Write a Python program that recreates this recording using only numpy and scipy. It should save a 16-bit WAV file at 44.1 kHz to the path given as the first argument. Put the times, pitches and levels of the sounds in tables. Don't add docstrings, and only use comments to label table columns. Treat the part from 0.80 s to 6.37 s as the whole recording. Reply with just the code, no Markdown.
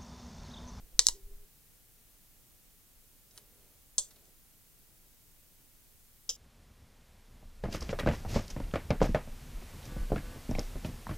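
import sys
import numpy as np
from scipy import signal
from scipy.fft import rfft, irfft
from scipy.io import wavfile
from scipy.ndimage import uniform_filter1d

SR = 44100
rng = np.random.default_rng(int(sys.argv[2]) if len(sys.argv) > 2 else 0)


def dump_mix(stems):
    frames = np.atleast_2d(stems).T
    limited = np.clip(frames, -1, 1)
    pcm = np.round(limited * 32767).astype(np.int16)
    wavfile.write(sys.argv[1], SR, pcm)


N = 245449
TIME_S = np.arange(N) / SR
RING_SAMPLES = 16384
RING_S = TIME_S[:RING_SAMPLES]

# start in seconds, level in dB, panel knock trim in dB,
# brightness in dB per octave, grit in dB, screen echo delay in ms, echo share as a gain, room trim in dB.
SNAPS = [(0.1927, 21.5, 0.5, -2, -44.5, .5, 0.49, -1.5), (0.2684, 17.5, -15, 3.5, -47, 0.51, 0.27, -4),
         (0.2857, 11, 5, 1.5, -34, 0.73, 0.52, 0), (2.5771, -16.5, 6, -7, -13, 0.69, 0.31, 1),
         (3.3075, -33.5, 13, -11, -14, 3, 0.72, 14.5), (3.36, -37.5, 11, -13, -12, 3.4, .7, 11)]
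# start in seconds, level in dB,
# panel knock trim in dB, skid t60 in seconds, skid in dB, room trim in dB.
TWEEZER_CLINKS = [(3.1811, 0.5, 0.5, 0.021, 8.5, 6.5), (3.4540, -40, 17, .03, 4, -3)]
SHELL_CLINKS = [(2.5101, -43, -5.5, 0.028, 10, 3.5), (5.4920, -9, -4, 0.049, 10.9, 5),
                (5.5525, -33, 6, .015, 6, -2)]
# frequency in Hz, relative level in dB, t60 in seconds.
TWEEZER_MODES = [(3060, -7.5, 0.024), (3470, -4.5, 0.056), (4410, -1, 0.031), (5980, 5, 0.054),
                 (6840, 7, 0.05), (6820, 6, 0.045), (7560, -4, 0.046), (7570, 4, 0.09), (8200, -8, .05),
                 (8430, 3, 0.041), (8400, -9, 0.044), (9250, -5, 0.04)]
SHELL_MODES = [(3150, -2.5, 0.049), (3810, -6, 0.07), (3940, -14.5, 0.043), (5074, 6, 0.033),
               (5230, -3, 0.037), (5860, -9.5, 0.029), (6230, 1, 0.033), (6180, 0, 0.032), (6700, -5, .035),
               (7240, 1, 0.068), (8500, -13, 0.038)]
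PANEL_MODES = [(461, -13, .08), (525, -10, 0.062), (960, 2.5, 0.0391), (1095, 0, 0.018), (1920, 1.5, 0.022),
               (2300, -6.5, .015), (2898, -1, .02)]
# frequency in Hz, level in dB.
SNAP_COLOUR = [(150, -49.5), (700, -45), (950, -29), (1500, -38), (2700, -29.5), (3300, -17.5), (3900, -4),
               (4400, -4), (5900, -1.5), (7900, -3.5), (9000, -17.5), (10800, -21), (12500, -33.5),
               (16000, -31.5)]
TWEEZER_COLOUR = [(200, -40), (380, -34), (500, -8), (780, -35), (1020, -24), (1500, -39.5), (2500, -40),
                  (3200, -10.5), (4700, -6.5), (5300, -7), (6200, -0.5), (8300, 0), (9800, -14),
                  (12000, -30)]
SHELL_COLOUR = [(200, -29), (520, -14), (700, -27.5), (2500, -27), (3000, -6), (3800, -8), (4600, -11.5),
                (5200, 4.5), (7000, 1.5), (8100, -8.5), (8900, -25), (11000, -20), (16000, -29)]
# start in seconds, length in seconds, rumble in dB.
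PRESSES = [(-.04, 0.15, -48), (.12, 0.27, -46.5), (.415, .25, -46.5), (3.15, 0.2, -62), (5.485, .13, -53)]
# start in seconds, length in seconds, rubbing in dB.
SLIDES = [(-.04, 0.48, -73), (.47, 0.16, -76), (2.52, 0.472, -72), (3.25, 0.32, -72.5)]
# frequency in Hz, gain over the direct sound in dB before trims.
ROOM_COLOUR = [(300, 1.5), (1500, 5), (3000, 5.5), (4000, -1), (6000, -1), (8000, -0.5), (9300, 4.5),
               (11500, 6), (13500, -2.5)]
# frequency in Hz, phase in radians.
PORT_PHASE = [(100, .05), (1000, .4), (2500, 0.56), (5000, 1.21), (7300, 1.77), (9000, 1.1),
              (11000, 0.5017), (14000, .2)]
# frequency in Hz, relative density in dB per Hz.
FLOOR_MID = [(12, -24), (20, 3), (59, -10), (123, -13), (247, -19), (276, -20.5), (308, -20), (345, -22),
             (496, -23.5), (586, -25.5), (1020, -29.5), (5030, -29), (14500, -22), (15800, -24.5)]
FLOOR_SIDE = [(20, -0.5), (38, -5), (119, -8.5), (397, -20), (1210, -25), (7200, -23), (9000, -49),
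              (15800, -37.5)]

FLOOR_MID_DB, FLOOR_SIDE_DB = -61, -69
SCRAPE_DROP_S, SCRAPE_DB = 2.583, -56.5
SCRAPE_RISE_DB_PER_S, SCRAPE_FALL_DB_PER_S = 350, 900
HAND_ATTACK_S, HAND_RELEASE_S = 0.031, 0.07
SQUEAK_START_S, SQUEAK_LENGTH_S, SQUEAK_DB = .315, .37, -65
GLIDE_START_HZ, GLIDE_HZ_PER_S, SQUEAK_FADE_DB_PER_S = 379, 130, 17
CATCH_PEAK_S, CATCH_PER_S, CATCH_DB = .365, 7.1, 5
TOP_HZ = 15900


def snaps(panel_db=-57, grit_t60_s=0.02499):
    out = np.zeros((2, N))
    for start_s, db, knock_db, tilt_db, grit_db, echo_ms, share, room_db in SNAPS:
        click = crack(SNAP_COLOUR, tilt_db)
        grit = undb(grit_db) * scatter(grit_t60_s)
        knock = undb(panel_db + knock_db) * ring(PANEL_MODES)
        add(out, start_s, undb(db) * bench(click + grit + knock, room_db, echo_ms, share))
    return out


def clink(touches, modes, colour, ring_db, panel_db, panel_hz):
    out = np.zeros((2, N))
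    contact = crack(colour)
    lowpass = signal.butter(4, panel_hz, fs=SR, output="sos")
    knock = signal.sosfilt(lowpass, ring(PANEL_MODES))
    for start_s, db, knock_db, skid_t60_s, skid_db, room_db in touches:
        skid = irfft(rfft(contact) * rfft(scatter(skid_t60_s)))
        touch = contact + undb(skid_db) * skid
        touch = touch + undb(ring_db) * ring(modes)
        touch = touch + undb(panel_db + knock_db) * knock
        add(out, start_s, undb(db) * bench(touch, room_db))
    return out


def scrape():
    since_s = TIME_S - SCRAPE_DROP_S
    rise_db = SCRAPE_RISE_DB_PER_S * since_s
    fall_db = -SCRAPE_FALL_DB_PER_S * since_s
    fizz = noise([(3000, -12), (7500, -13), (9500, 0), (10800, -8), (13000, -21)])
    return undb(SCRAPE_DB + np.minimum(rise_db, fall_db)) * fizz


def hand():
    rumble = noise([(4, -21.5), (12, 0.0), (25, -6.0), (60, -23), (150, -45.0), (400, -56.5), (2000, -80.0)])
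    rub = noise([(100, -11.0), (400, 1.5), (650, -4.5), (1000, -13.5), (5000, -19), (15000, -27.5)])
    return strokes(PRESSES) * rumble + strokes(SLIDES) * rub


def squeak(rough=.05):
    since_s = np.clip(TIME_S - SQUEAK_START_S, 0, SQUEAK_LENGTH_S)
    glide_hz = GLIDE_START_HZ + GLIDE_HZ_PER_S * since_s
    slip_hz = glide_hz * (1 + rough * noise([(40, -6.5), (100, -9), (400, -61)]))
    throb_db = CATCH_DB * np.cos(2 * np.pi * CATCH_PER_S * (TIME_S - CATCH_PEAK_S))
    fade_db = -SQUEAK_FADE_DB_PER_S * since_s
    gain = strokes([(SQUEAK_START_S, SQUEAK_LENGTH_S, SQUEAK_DB)]) * undb(throb_db + fade_db)
    return gain * np.sqrt(2) * np.sin(2 * np.pi * np.cumsum(slip_hz) / SR)


def floor():
    mid = undb(FLOOR_MID_DB) * noise(FLOOR_MID)
    side = undb(FLOOR_SIDE_DB) * noise(FLOOR_SIDE)
    return np.array([mid + side, mid - side])


def crack(colour, tilt_db=0):
    bins_hz = np.fft.rfftfreq(RING_SAMPLES, 1 / SR)
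    octaves = np.log2(np.clip(bins_hz, 3000, 12000) / 6000)
    level_db = outline(colour, RING_SAMPLES) + tilt_db * octaves
    cepstrum = irfft(np.log(undb(level_db)))
    cepstrum[1:RING_SAMPLES // 2] *= 2
    cepstrum[RING_SAMPLES // 2:] = 0
    return irfft(np.exp(rfft(cepstrum)))


def ring(modes):
    out = np.zeros(RING_SAMPLES)
    for k, (hz, db, t60_s) in enumerate(modes):
        out += (-1) ** k * undb(db) * fade(t60_s) * np.sin(2 * np.pi * hz * RING_S)
    return out


def scatter(t60_s, gap_s=0):
    after_gap = RING_S >= gap_s
    spectrum = rfft(rng.standard_normal(RING_SAMPLES) * fade(t60_s) * after_gap)
    spectrum /= np.sqrt(uniform_filter1d(np.abs(spectrum) ** 2, size=150))
    return irfft(spectrum) * after_gap


def bench(x, room_db, echo_ms=0, share=0, near_db=-9.0, near_t60_s=0.042, far_db=-14.0, far_t60_s=0.19,
          gap_s=0.0011, apart_per_rad=0.29):
    echoes = []
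    for _ in range(2):
        near = undb(near_db) * scatter(near_t60_s, gap_s)
        far = undb(far_db) * scatter(far_t60_s, gap_s)
        echoes.append(near + far)
    room_gain = undb(room_db + outline(ROOM_COLOUR, RING_SAMPLES))
    common, differing = rfft(np.array(echoes)) * rfft(x) * room_gain
    common = common + rfft(x + share * delay(x, echo_ms))
    phase_rad = outline(PORT_PHASE, RING_SAMPLES)
    differing = differing * apart_per_rad * phase_rad
    left = common + differing
    right = (common - differing) * np.exp(-1j * phase_rad)
    closing = np.interp(RING_S, [.25, .33], [1, 0])
    return closing * irfft(np.array([left, right]))


def strokes(moves):
    gain = np.zeros(N)
    for start_s, length_s, db in moves:
        attack = (TIME_S - start_s) / HAND_ATTACK_S
        release = (start_s + length_s - TIME_S) / HAND_RELEASE_S
        gain += undb(db) * np.clip(np.minimum(attack, release), 0, 1)
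    return gain


def noise(points):
    x = irfft(rfft(rng.standard_normal(N)) * undb(outline(points, N)), N)
    return x / x.std()


def outline(points, size):
    hz, values = np.transpose(points)
    return np.interp(np.log(np.fft.rfftfreq(size, 1 / SR) + 1), np.log(hz), values)


def fade(t60_s):
    return np.exp(-np.log(1000) * RING_S / t60_s)


def delay(x, ms):
    bins_hz = np.fft.rfftfreq(len(x), 1 / SR)
    return irfft(rfft(x) * np.exp(-2j * np.pi * bins_hz * ms / 1000), len(x))


def undb(db):
    return 10 ** (np.asarray(db) / 20)


def add(out, start_s, sound):
    start = int(start_s * SR)
    out[:, start:start + sound.shape[1]] += sound[:, :N - start]


def scene():
    tweezers = clink(TWEEZER_CLINKS, TWEEZER_MODES, TWEEZER_COLOUR, ring_db=-34.5, panel_db=-40.0, panel_hz=530)
    shell = clink(SHELL_CLINKS, SHELL_MODES, SHELL_COLOUR, ring_db=-25.5, panel_db=-31.0, panel_hz=490)
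    return snaps() + tweezers + shell + scrape() + hand() + squeak() + floor()


def record(dry):
    lowpass = signal.ellip(10, .2, 60, TOP_HZ, fs=SR, output="sos")
    return signal.sosfilt(lowpass, np.clip(dry, -1, 1))


dry = scene()
out = record(dry)
dump_mix(out)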